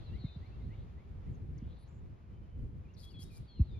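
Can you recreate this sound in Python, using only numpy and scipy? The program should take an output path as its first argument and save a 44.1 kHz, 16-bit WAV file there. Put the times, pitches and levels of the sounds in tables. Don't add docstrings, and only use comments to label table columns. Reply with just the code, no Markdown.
import sys
import numpy as np
from scipy import signal
from scipy.fft import rfft, irfft
from scipy.io import wavfile
from scipy.ndimage import uniform_filter1d

SR = 44100
rng = np.random.default_rng(int(sys.argv[2]) if len(sys.argv) > 2 else 0)


def put_to_file(sound):
    columns = np.atleast_2d(sound).T
    safe = np.clip(columns, -1, 1)
    whole_steps = np.round(safe * 32767)
    wavfile.write(sys.argv[1], SR, whole_steps.astype(np.int16))


def magnitude_from_level(level_db):
    exponent = np.asarray(level_db, float) / 20
    return 10 ** exponent


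N = 167139
T = np.arange(N) / SR


def colour(x, points):
    p = np.array(points, float)
    hz = np.maximum(np.arange(N // 2 + 1) * SR / N, 1)
    gain_db = np.interp(np.log(hz), np.log(p[:, 0]), p[:, 1])
    return irfft(rfft(x) * magnitude_from_level(gain_db), N)


def curve(rows, col=1):
    return np.interp(T, np.array(rows)[:, 0], np.array(rows)[:, col])


def unit(x):
    return x / np.sqrt(np.mean(x ** 2))


def walk(rate):
    k = max(int(SR / rate), 1)
    smooth = uniform_filter1d(rng.standard_normal(N), k)
    return unit(uniform_filter1d(smooth, k))


# f/Hz, side minus mid
# level/dB
SIDE_SPREAD = [(60, -8), (300, -5), (1300, 3.5), (2300, -6.5), (9000, 4.5), (10800, -14)]


def wide(points):
    mid = colour(rng.standard_normal(N), points)
    side = colour(rng.standard_normal(N), points)
    gain = 1 / np.sqrt(np.mean(mid ** 2))
    side = colour(side, SIDE_SPREAD)
    return gain * np.array([mid + side, mid - side])


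def place(x, pan_db, lag_s):
    hz = np.arange(N // 2 + 1) * SR / N
    late = irfft(rfft(x) * np.exp(-2j * np.pi * hz * lag_s), N)
    return np.array([x * magnitude_from_level(pan_db / 2), late * magnitude_from_level(-pan_db / 2)])


def gate(start, length, edge):
    to_nearest_end = np.minimum(T - start, start + length - T)
    return np.clip(to_nearest_end / min(edge, length / 2), 0, 1) ** 2


def notes(rows, waver_db, bend, edge=.0089, swell_db=0):
    out, blur, waver = 0, walk(300), walk(29)
    for start, length, from_hz, to_hz, db in rows:
        u = np.clip((T - start) / length, 0, 1)
        hz = to_hz + (from_hz - to_hz) * (1 - u) ** bend + 25 * blur
        tone = np.sin(2 * np.pi * np.cumsum(hz) / SR)
        swell = magnitude_from_level(db + swell_db * np.sin(np.pi * u))
        out = out + swell * gate(start, length, edge) * tone
    return np.sqrt(2) * out * magnitude_from_level(waver_db * waver)


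# t/s, level/dB
WIND_GUSTS = [(0, -42.5), (.12, -40.5), (.3, -51), (.58, -43.5), (.72, -44), (1.03, -51), (1.3, -44),
              (1.52, -43), (1.82, -49), (1.93, -46.5), (2.2, -52), (2.6, -46), (3.1, -50), (3.2, -45),
              (3.5, -54.5), (3.73, -45.5)]
# f/Hz, level/dB per Hz
WIND_SPECTRUM = [(20, -19), (45, -4), (70, -0.5), (130, -7.5), (280, -22.5), (500, -32.5), (900, -76)]
FLUTTER_DB, FLUTTER_PER_S = 3, 20.1
# t/s, peak level/dB before roughening and filtering, length/s
WIND_BUFFETS = [(0.241, -27.5, 0.023), (.36, -38, .03), (1.622, -38.5, 0.014), (3.19, -40, .025),
                (3.594, -20, .05)]
BUFFET_RING_HZ, BUFFET_DROP_HZ, BUFFET_GLIDE_S = 58, 280, .0074


def wind():
    thuds = 0
    for start, db, length in WIND_BUFFETS:
        t = np.clip(T - start, 0, length)
        drop_cycles = BUFFET_DROP_HZ * BUFFET_GLIDE_S * (1 - np.exp(-t / BUFFET_GLIDE_S))
        phase = 2 * np.pi * (BUFFET_RING_HZ * t + drop_cycles)
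        shape = np.abs(np.sin(np.pi * (t / length) ** .68)) ** 1.5
        thuds = thuds + magnitude_from_level(db) * shape * np.sin(phase)
    rough = thuds * (1 + .3 * walk(300))
    thuds = colour(rough, [(350, 0), (480, -30)])
    level_db = curve(WIND_GUSTS) + FLUTTER_DB * walk(FLUTTER_PER_S)
    return wide(WIND_SPECTRUM) * magnitude_from_level(level_db) + thuds


# t/s, length/s, start centre f/Hz, end centre f/Hz, level/dB, overtones' relative level/dB before filtering
BUZZ_SYLLABLES = [(2.964, .052, 4000, 4850, -66.5, -5), (3.012, .036, 4200, 4700, -67.5, 0),
                  (3.075, .048, 4100, 4850, -69.5, -11), (3.186, .05, 4150, 5000, -65.5, 3),
                  (3.3, .078, 4700, 4550, -73, 3)]
WARBLE_HZ, WARBLE_DEPTH_HZ, BUZZ_BLUR_HZ = 150, 700, 340
RASP_DB, RASP_LATE_S = 6, .0099
BUZZ_PAN_DB, OVERTONE_PAN_DB, BUZZ_LAG_S = 10, .92, 6e-5


def buzz():
    low, high = 0, 0
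    cycle = np.cumsum(WARBLE_HZ * (1 + .15 * walk(100))) / SR % 1
    warble, pulse = 2 * cycle - 1, np.sin(np.pi * cycle)
    blur = walk(500)
    rasp = rng.standard_normal(N) * (.5 + pulse)
    for start, length, from_hz, to_hz, db, over_db in BUZZ_SYLLABLES:
        u = np.clip((T - start) / length, 0, 1)
        hz = from_hz + (to_hz - from_hz) * u + WARBLE_DEPTH_HZ * warble + BUZZ_BLUR_HZ * blur
        phase = 2 * np.pi * np.cumsum(hz) / SR
        env = magnitude_from_level(db - 10 * (0.5 - u)) * gate(start, length, 0.0036)
        low = low + env * np.sin(phase) * 1.5 * pulse
        octave = env * np.sin(2 * phase)
        late_rasp = np.roll(env, int(RASP_LATE_S * SR)) * magnitude_from_level(RASP_DB) * rasp
        high = high + magnitude_from_level(over_db) * (octave + late_rasp)
    high = colour(high, [(4000, -12), (6500, -3), (8000, -7), (10000, 1), (13900, -11), (14800, -33)])
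    return place(low, BUZZ_PAN_DB, BUZZ_LAG_S) + place(high, OVERTONE_PAN_DB, BUZZ_LAG_S)


# t/s, length/s, start f/Hz, end f/Hz, level/dB
CLEAR_WHISTLES = [ (.055, 0.043, 4180, 3850, -69.5), (.083, 0.068, 2650, 2850, -74),
                  (.238, 0.04, 2195, 2150, -71), (.277, 0.028, 2400, 2580, -73),
                  (.138, .035, 4050, 3950, -75), (.615, .05, 3600, 4300, -81),
                  (.452, 0.027, 4000, 4320, -75), (.513, 0.06, 2590, 2760, -76),
                  (.6, 0.03, 2300, 1950, -75), (.035, .03, 4050, 4550, -76), (2.84, 0.044, 2430, 2390, -77),
                  (2.88, 0.04, 2550, 2900, -76.5), (3.025, 0.078, 3315, 3360, -66),
                  (3.095, 0.071, 3200, 2350, -77.5), (3.135, .102, 3352, 3310, -63.5),
                  (3.125, 0.055, 4430, 4030, -77), (3.24, 0.066, 3710, 3820, -73),
                  (3.295, 0.095, 2490, 2343, -73.5), (3.48, .06, 3340, 3300, -73),
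                  (3.635, .035, 4270, 4300, -80), (3.706, .04, 4950, 4750, -84),
                  (3.54, 0.082, 3340, 2400, -77), (3.74, 0.044, 2450, 2320, -75)]


def whistles():
    return notes(CLEAR_WHISTLES, waver_db=.5, bend=1.1)


# t/s, level/dB
RISING_SLURS = [(0.124, -71), (.41, -72), (0.688, -71), (0.963, -77), (1.247, -78.5), (1.547, -78.5)]
SLUR_S, SLUR_FROM_HZ, SLUR_TO_HZ = .066, 1780, 2360


def slurs():
    rows = [(start, SLUR_S, SLUR_FROM_HZ, SLUR_TO_HZ, db) for start, db in RISING_SLURS]
    return notes(rows, waver_db=.5, bend=1.1)


# t/s, length/s
FAINT_PIPES = [(2.32, .07), (2.42, .04), (2.478, .09), (2.586, .034)]
PIPE_HZ, PIPE_DB = 3050, -86.5


def pipes():
    rows = [(start, length, PIPE_HZ, PIPE_HZ, PIPE_DB) for start, length in FAINT_PIPES]
    return notes(rows, waver_db=.5, bend=1.1)


# t/s, length/s, start f/Hz, end f/Hz, level/dB
FALLING_SLIDES = [(.18, .19, 4500, 3623, -73.5), (.195, .18, 4490, 3990, -74),
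                  (3.47, .165, 4650, 4160, -74), (3.663, 0.15, 4450, 3550, -77.5)]


def slides():
    return notes(FALLING_SLIDES, waver_db=1.5, bend=4.2, swell_db=5)


# t/s, length/s, start f/Hz, end f/Hz, level/dB
ROUGH_CHIPS = [ (.7, .15, 1900, 3750, -83), (1.325, 0.045, 7700, 6170, -89), (1.576, .018, 7900, 5000, -77),
               (1.59, .29, 2500, 4100, -84.5), (1.785, 0.059, 8760, 10450, -87),
               (1.87, .03, 5000, 7200, -89), (1.89, .11, 7200, 7000, -93), (2.936, .022, 7000, 5000, -80)]
CHIP_BLUR_PER_S = 1400


def chips():
    clean = notes(ROUGH_CHIPS, waver_db=1, bend=2.3, edge=.003, swell_db=6)
    return clean * walk(CHIP_BLUR_PER_S)


ECHO_T60_S, ECHO_DB = .3, -11


def trees(x):
    t = T[:SR // 2]
    tail = rng.standard_normal((2, len(t))) * magnitude_from_level(-60 * t / ECHO_T60_S)
    tail = signal.lfilter([1], [1, -.6], tail)
    tail = tail / np.sqrt(np.sum(tail ** 2, axis=1, keepdims=True))
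    return signal.fftconvolve(x, tail, axes=1)[:, :N] * magnitude_from_level(ECHO_DB)


# t/s, level/dB
FAR_CHORUS = [(0, -71.5), (.45, -76.5), (1.4, -97), (2.7, -114.5), (3.2, -78.5), (3.79, -78)]
CHORUS_HZ, CHORUS_WANDER_PER_S = 3800, 1820


def chorus():
    phase = 2 * np.pi * CHORUS_HZ * T
    band = []
    for _ in range(2):
        in_phase = walk(CHORUS_WANDER_PER_S) * np.cos(phase)
        band.append(in_phase + walk(CHORUS_WANDER_PER_S) * np.sin(phase))
    return np.array(band) * magnitude_from_level(curve(FAR_CHORUS))


# t/s, level/dB
AIR_LEVELS = [(0, -67.5), (2.6, -72), (3.79, -71)]
# f/Hz, level/dB per Hz
AIR_SPECTRUM = [(200, -41), (350, -3), (650, -8.5), (1600, -18), (2350, -18.5), (7300, -39.5),
                (8300, -80.5), (9600, -43.5), (12900, -45), (13500, -73)]


def air():
    return wide(AIR_SPECTRUM) * magnitude_from_level(curve(AIR_LEVELS) + 0.7 * walk(17))


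FAR_PAN_DB, FAR_LAG_S = 3.5, 3e-5
BUZZ_ECHO_DB = 4


def scene():
    near = buzz()
    far = whistles() + slurs() + pipes() + slides() + chips()
    far = place(far, FAR_PAN_DB, FAR_LAG_S)
    echoes = trees(far + near * magnitude_from_level(BUZZ_ECHO_DB))
    return wind() + near + far + echoes + chorus() + air()


def top_cut(x):
    return signal.sosfilt(signal.butter(12, 14980, fs=SR, output="sos"), x)


def record(dry):
    return top_cut(dry)


dry = scene()
out = record(dry)
put_to_file(out)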